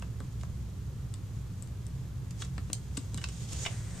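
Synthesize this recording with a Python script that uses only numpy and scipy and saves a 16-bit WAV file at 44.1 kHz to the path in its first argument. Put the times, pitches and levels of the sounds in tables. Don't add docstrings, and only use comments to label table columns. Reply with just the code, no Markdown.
import sys
import numpy as np
from scipy import signal
from scipy.fft import rfft, irfft
from scipy.io import wavfile

SR = 44100
rng = np.random.default_rng(int(sys.argv[2]) if len(sys.argv) > 2 else 0)


def dump_mix(stems):
    frames = np.atleast_2d(stems).T
    limited = np.clip(frames, -1, 1)
    pcm = np.round(limited * 32767).astype(np.int16)
    wavfile.write(sys.argv[1], SR, pcm)


N = 176400
TIME, FREQS = np.arange(N) / SR, np.fft.rfftfreq(N, 1 / SR)


def amp(db):
    return 10 ** (np.asarray(db) / 20)


def unit(x):
    return x / np.sqrt(np.mean(x ** 2) + 1e-20)


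def add(mix, start_s, sound):
    part = mix[:, max(round(start_s * SR), 0):][:, :sound.shape[-1]]
    part += sound[..., :part.shape[1]]


def pan(db):
    return amp([[db / 2], [-db / 2]])


def widen(three, spread):
    return three[0] + spread * three[1:]


def colour(x, points):
    size = 2 * x.shape[-1]
    hz, db = np.transpose(points)
    log_hz = np.log(abs(np.fft.fftfreq(size, 1 / SR)) + 1)
    log_gain = np.log(amp(np.interp(log_hz, np.log(hz), db)))
    response = np.exp(np.conj(signal.hilbert(log_gain)))[:size // 2 + 1]
    return irfft(rfft(x, size) * response)[..., :size // 2]


def noise(points, spread):
    return unit(colour(widen(rng.standard_normal((3, N)), spread), points))


def fluctuation(shape, bandwidth_hz):
    return unit(irfft(rfft(rng.standard_normal(shape)) * np.exp(-(FREQS / bandwidth_hz) ** 2)))


def envelope(curve):
    return amp(np.interp(TIME, *np.transpose(curve)))


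def background():
    # (f/Hz, level/dB)
    rumble_spectrum = [(15, -12), (30, -23.5), (40, -24.5), (51, -13.5), (62, -5.5), (78, -9.5), (95, -1),
                       (114, 1), (134, -0.5), (150, -12.5), (172, -6.5), (205, -17), (330, -28.5),
                       (500, -32), (1500, -83.5)]
    # (f/Hz, level/dB)
    air_spectrum = [(60, 9), (250, -0.5), (350, 6.5), (500, -1), (1100, -1.5), (2000, -8.5), (4000, -13.5),
                    (6500, -25), (9000, -35), (14000, -32)]
    hum_hz = 64.3
    drift = fluctuation((2, N), bandwidth_hz=11.2)
    phasor = 1 + drift[0] + 1j * drift[1]
    hum = unit((phasor * np.exp(2j * np.pi * hum_hz * TIME)).real)
    low = amp(-39) * noise(rumble_spectrum, spread=0.25) + amp(-45) * hum
    return low * pan(-1) + amp(-58.5) * noise(air_spectrum, spread=1)


def room(x):
    # (f/Hz, level/dB)
    tail_spectrum = [(150, -5), (1000, -1), (4000, -1.5), (6500, -2.5), (8500, -6.5), (14000, -14)]
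    # (delay t/s, level/dB)
    echoes = [(.0045, -17), (0.0197, -20)]
    t60_s, rise_s, tail_db = 0.17, 0.00094, -10.5
    t = np.arange(SR // 2) / SR
    response = colour(rng.standard_normal((2, len(t))), tail_spectrum)
    response *= amp(-60 * t / t60_s) * (1 - np.exp(-t / rise_s))
    response *= amp(tail_db) / np.linalg.norm(response[0])
    for delay, db in echoes:
        add(response, delay, amp([db]))
    return x + signal.fftconvolve(x, response, axes=1)[:, :N]


def sleeve():
    # (t/s, level/dB)
    levels = [(0, -97), (3.2, -69), (3.5, -78), (3.72, -52.5), (3.84, -56.5), (3.93, -55.5), (4, -52.5)]
    # (f/Hz, level/dB)
    spectrum = [(100, -10), (300, 9), (600, 8), (1000, 2.5), (1800, 5.5), (3200, -2.5), (6500, -7),
                (10000, -11.5)]
    return envelope(levels) * noise(spectrum, spread=0.88)


def slip():
    # (f/Hz, level/dB)
    spectrum = [(3500, -25), (6500, -1), (9500, -22)]
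    peak_s, width_s = 3.632, 0.03
    swell = np.exp(-((TIME - peak_s) / width_s) ** 2)
    return amp(-53.5) * swell * noise(spectrum, spread=1)


def rubbing():
    # (t/s, level/dB)
    levels = [(0, -70.5), (2.33, -71.5), (2.38, -61.5), (2.415, -49), (2.45, -60), (2.49, -69), (2.92, -69),
              (2.965, -62.5), (3.06, -66.5), (3.2, -62), (3.31, -57.5), (3.41, -55), (3.47, -58.5),
              (3.525, -48.5), (3.57, -51), (3.64, -47.5), (3.71, -59.5), (4, -67.5)]
    # (f/Hz, level/dB)
    spectrum = [(100, -31), (300, 12), (600, 3), (1600, -2), (3200, 0), (5200, -0.5), (6500, -5),
                (8500, -11), (10000, -9), (14000, -9)]
    # (f/Hz, bandwidth/Hz, level/dB relative to the friction)
    resonances = [(3250, 140, 1.5), (6800, 500, -7.5)]
    catches_per_s, catch_spread_db, flutter_db = 1200, 2.5, 1.8
    catches = rng.random(N) < catches_per_s / SR
    strengths = amp(catch_spread_db * np.minimum(rng.exponential(1, N), 4))
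    impulses = widen(rng.standard_normal((3, N)), spread=1) * catches * strengths
    friction = 0.4 * unit(colour(impulses, spectrum)) + noise(spectrum, spread=1)
    response = 1 + sum(amp(db) / (1 + 2j * (FREQS - hz) / width) for hz, width, db in resonances)
    uneven_grip = amp(flutter_db * fluctuation(N, bandwidth_hz=55))
    return envelope(levels) * unit(irfft(rfft(friction) * response) * uneven_grip)


def thumps():
    # (t/s, level/dB, f/Hz)
    presses = [(0.205, -40.5, 251), (2.579, -42.5, 282), (2.699, -39, 296), (2.977, -31, 267),
               (3.146, -35.5, 223)]
    # (frequency ratio, relative level/dB, T60/s)
    modes = [(.8, 1, 0.051), (1, 2, 0.073), (1.36, -24, .06)]
    rise_s = 0.0015
    out, t = np.zeros((2, N)), np.arange(SR // 4) / SR
    for start, press_db, hz in presses:
        bump = sum(amp(db - 60 * t / t60) * np.sin(2 * np.pi * hz * ratio * t)
                   for ratio, db, t60 in modes)
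        add(out, start, amp(press_db) * (1 - np.exp(-t / rise_s)) * bump)
    return out


def chatter(t, decay_s, spread):
    force = rng.standard_normal((3, len(t))) * np.exp(-t / decay_s)
    force /= np.linalg.norm(force, axis=1, keepdims=True)
    force[0, 0] += 1.14 * np.exp(-decay_s / 0.0028)
    return widen(force, spread)


def focus(modes, centre_hz, db_per_octave):
    return [(hz, db - db_per_octave * abs(np.log2(hz / centre_hz))) for hz, db in modes]


def ring(force, t, modes):
    hz, db = np.transpose(modes)[:, :, None]
    t60_s = 0.021 * (1000 / hz) ** 0.55
    shift, weight = rng.uniform(-1, 1, (2, len(modes), 1))
    waves = amp(db + 2 * weight - 60 * t / t60_s) * np.sin(2 * np.pi * hz * (1 + 0.05 * shift) * t)
    polarity = (-1) ** np.arange(len(modes))[:, None]
    response = (waves * polarity).sum(0)
    return signal.fftconvolve(force, response[None], axes=1)[:, :len(t)]


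def tick(force, t, clack_hz):
    # (f/Hz, level/dB)
    spectrum = [(2000, -62), (4300, 2.5), (6000, 4), (7800, 4.5), (9500, 2), (11500, 0.5), (14500, 3)]
    neutral_hz, rise_s = 4200, 0.00051
    db_per_octave = 12 * np.log2(clack_hz / neutral_hz)
    tilted = [(hz, db + db_per_octave * np.log2(hz / neutral_hz)) for hz, db in spectrum]
    return colour(force, tilted) * (1 - np.exp(-t / rise_s))


def contacts():
    # (t/s, knock level/dB, clack level/dB, tick level/dB, chatter decay t/s,
    # tick left minus right/dB, knock centre f/Hz, clack centre f/Hz)
    touches = [ (0.0223, -46, -49.5, -61, 0.0011, 1, 1450, 3040),
               (0.0238, -47, -60, -72, 0.0009, 7, 564, 3100),
               (.2025, -44.5, -58, -65, 0.0013, 2, 720, 3100),
               (0.411, -68, -57.5, -63.5, 0.0036, -5, 1300, 4050),
               (0.4335, -45, -55.5, -60.5, 0.00074, 13, 1330, 2880),
               (1.1393, -61, -53, -53, 0.0016, 0, 1200, 4550),
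               (1.624, -70, -66, -50.5, 0.00045, 17, 1500, 7000),
               (1.674, -74, -64, -64.5, 0.0011, 12, 1200, 4500),
               (1.866, -67, -65, -53.5, 0.0012, 10, 1200, 5200),
               (2.3075, -68, -58, -55.5, 0.0027, -2, 1200, 4300),
               (2.4204, -43.5, -41.5, -50, 0.0023, -4, 1310, 3770),
               (2.448, -66, -59, -59, 0.001, -1, 1300, 4400),
               (2.5794, -43, -47, -62, 0.0014, 9, 1210, 2850),
               (2.6993, -47, -53.5, -70, 0.0012, 1, 970, 3300),
               (2.7308, -50, -41.5, -34, 0.0012, 0.5, 650, 4630),
               (2.9691, -56, -47, -53, 0.0039, 14, 1200, 4350),
               (2.972, -47, -43.5, -45.5, 0.0019, 6, 1000, 4030),
               (2.9759, -49.5, -49, -46, 0.0005, 4, 830, 4200),
               (3.1439, -52, -51.5, -49.5, 0.0011, 6, 890, 3570),
               (3.175, -50.5, -49.5, -49, 0.0039, -3, 1300, 4150),
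               (3.1806, -49, -47.5, -74, 0.0041, -1, 1520, 3020),
               (3.214, -51, -48.5, -60, 0.0086, 4, 1600, 2350),
               (3.2397, -41, -36, -48, 0.0027, -1, 1250, 3720),
               (3.286, -56, -50.5, -53, 0.008, -2, 1300, 3900), (3.5302, -58, -52, -50, .004, 3, 900, 3700),
               (3.6500, -46, -38, -67, 0.0063, -3, 1600, 2520),
               (3.6600, -37, -32.5, -63, 0.0028, 0, 960, 2780),
               (3.6639, -40.5, -35, -53, 0.0033, 0, 850, 2510)]
    # (f/Hz, level/dB)
    case_modes = [(380, -1), (560, -0.5), (711, -2), (996, -1), (1180, -0.5), (1340, -2.5), (1520, -2),
                  (1830, -2)]
    # (f/Hz, level/dB)
    panel_modes = [(2050, 1), (2320, -1), (2700, 1.5), (2950, 1), (3400, -3), (3850, -3.5), (4350, -7.5),
                   (5100, -5.5)]
    clack_rise_s, reference_s = 0.000067, 0.005
    out, t = np.zeros((2, N)), np.arange(4096) / SR
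    energy_scale = np.sqrt(reference_s / t[-1])
    for start, knock_db, clack_db, tick_db, decay_s, side_db, knock_hz, clack_hz in touches:
        case = focus(case_modes, knock_hz, db_per_octave=10)
        panels = focus(panel_modes, clack_hz, db_per_octave=13)
        knock = ring(chatter(t, decay_s, spread=0.61), t, case)
        clack = ring(chatter(t, decay_s, spread=0.54), t, panels) * (1 - np.exp(-t / clack_rise_s))
        sharp = tick(chatter(t, decay_s, spread=1), t, clack_hz) * pan(side_db)
        touch = amp(knock_db) * unit(knock) + amp(clack_db) * unit(clack) + amp(tick_db) * unit(sharp)
        add(out, start, energy_scale * touch)
    return out


def scene():
    return sleeve() + room(contacts() + thumps() + rubbing() + slip()) + background()


def record(dry):
    # (f/Hz, quality factor Q)
    ports = [(8200, 9.9), (7010, 6.3)]
    cutoff_hz = 14350
    response = np.array([1 / (1 - (FREQS / hz) ** 2 + 1j * FREQS / (hz * q)) for hz, q in ports])
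    hiss = amp(-63.5) * rng.standard_normal((2, N))
    lowpass = signal.firwin(401, cutoff_hz, window=("kaiser", 8), fs=SR)
    return signal.oaconvolve(irfft(rfft(dry) * response) + hiss, lowpass[None], "same")


dry = scene()
out = record(dry)
dump_mix(out)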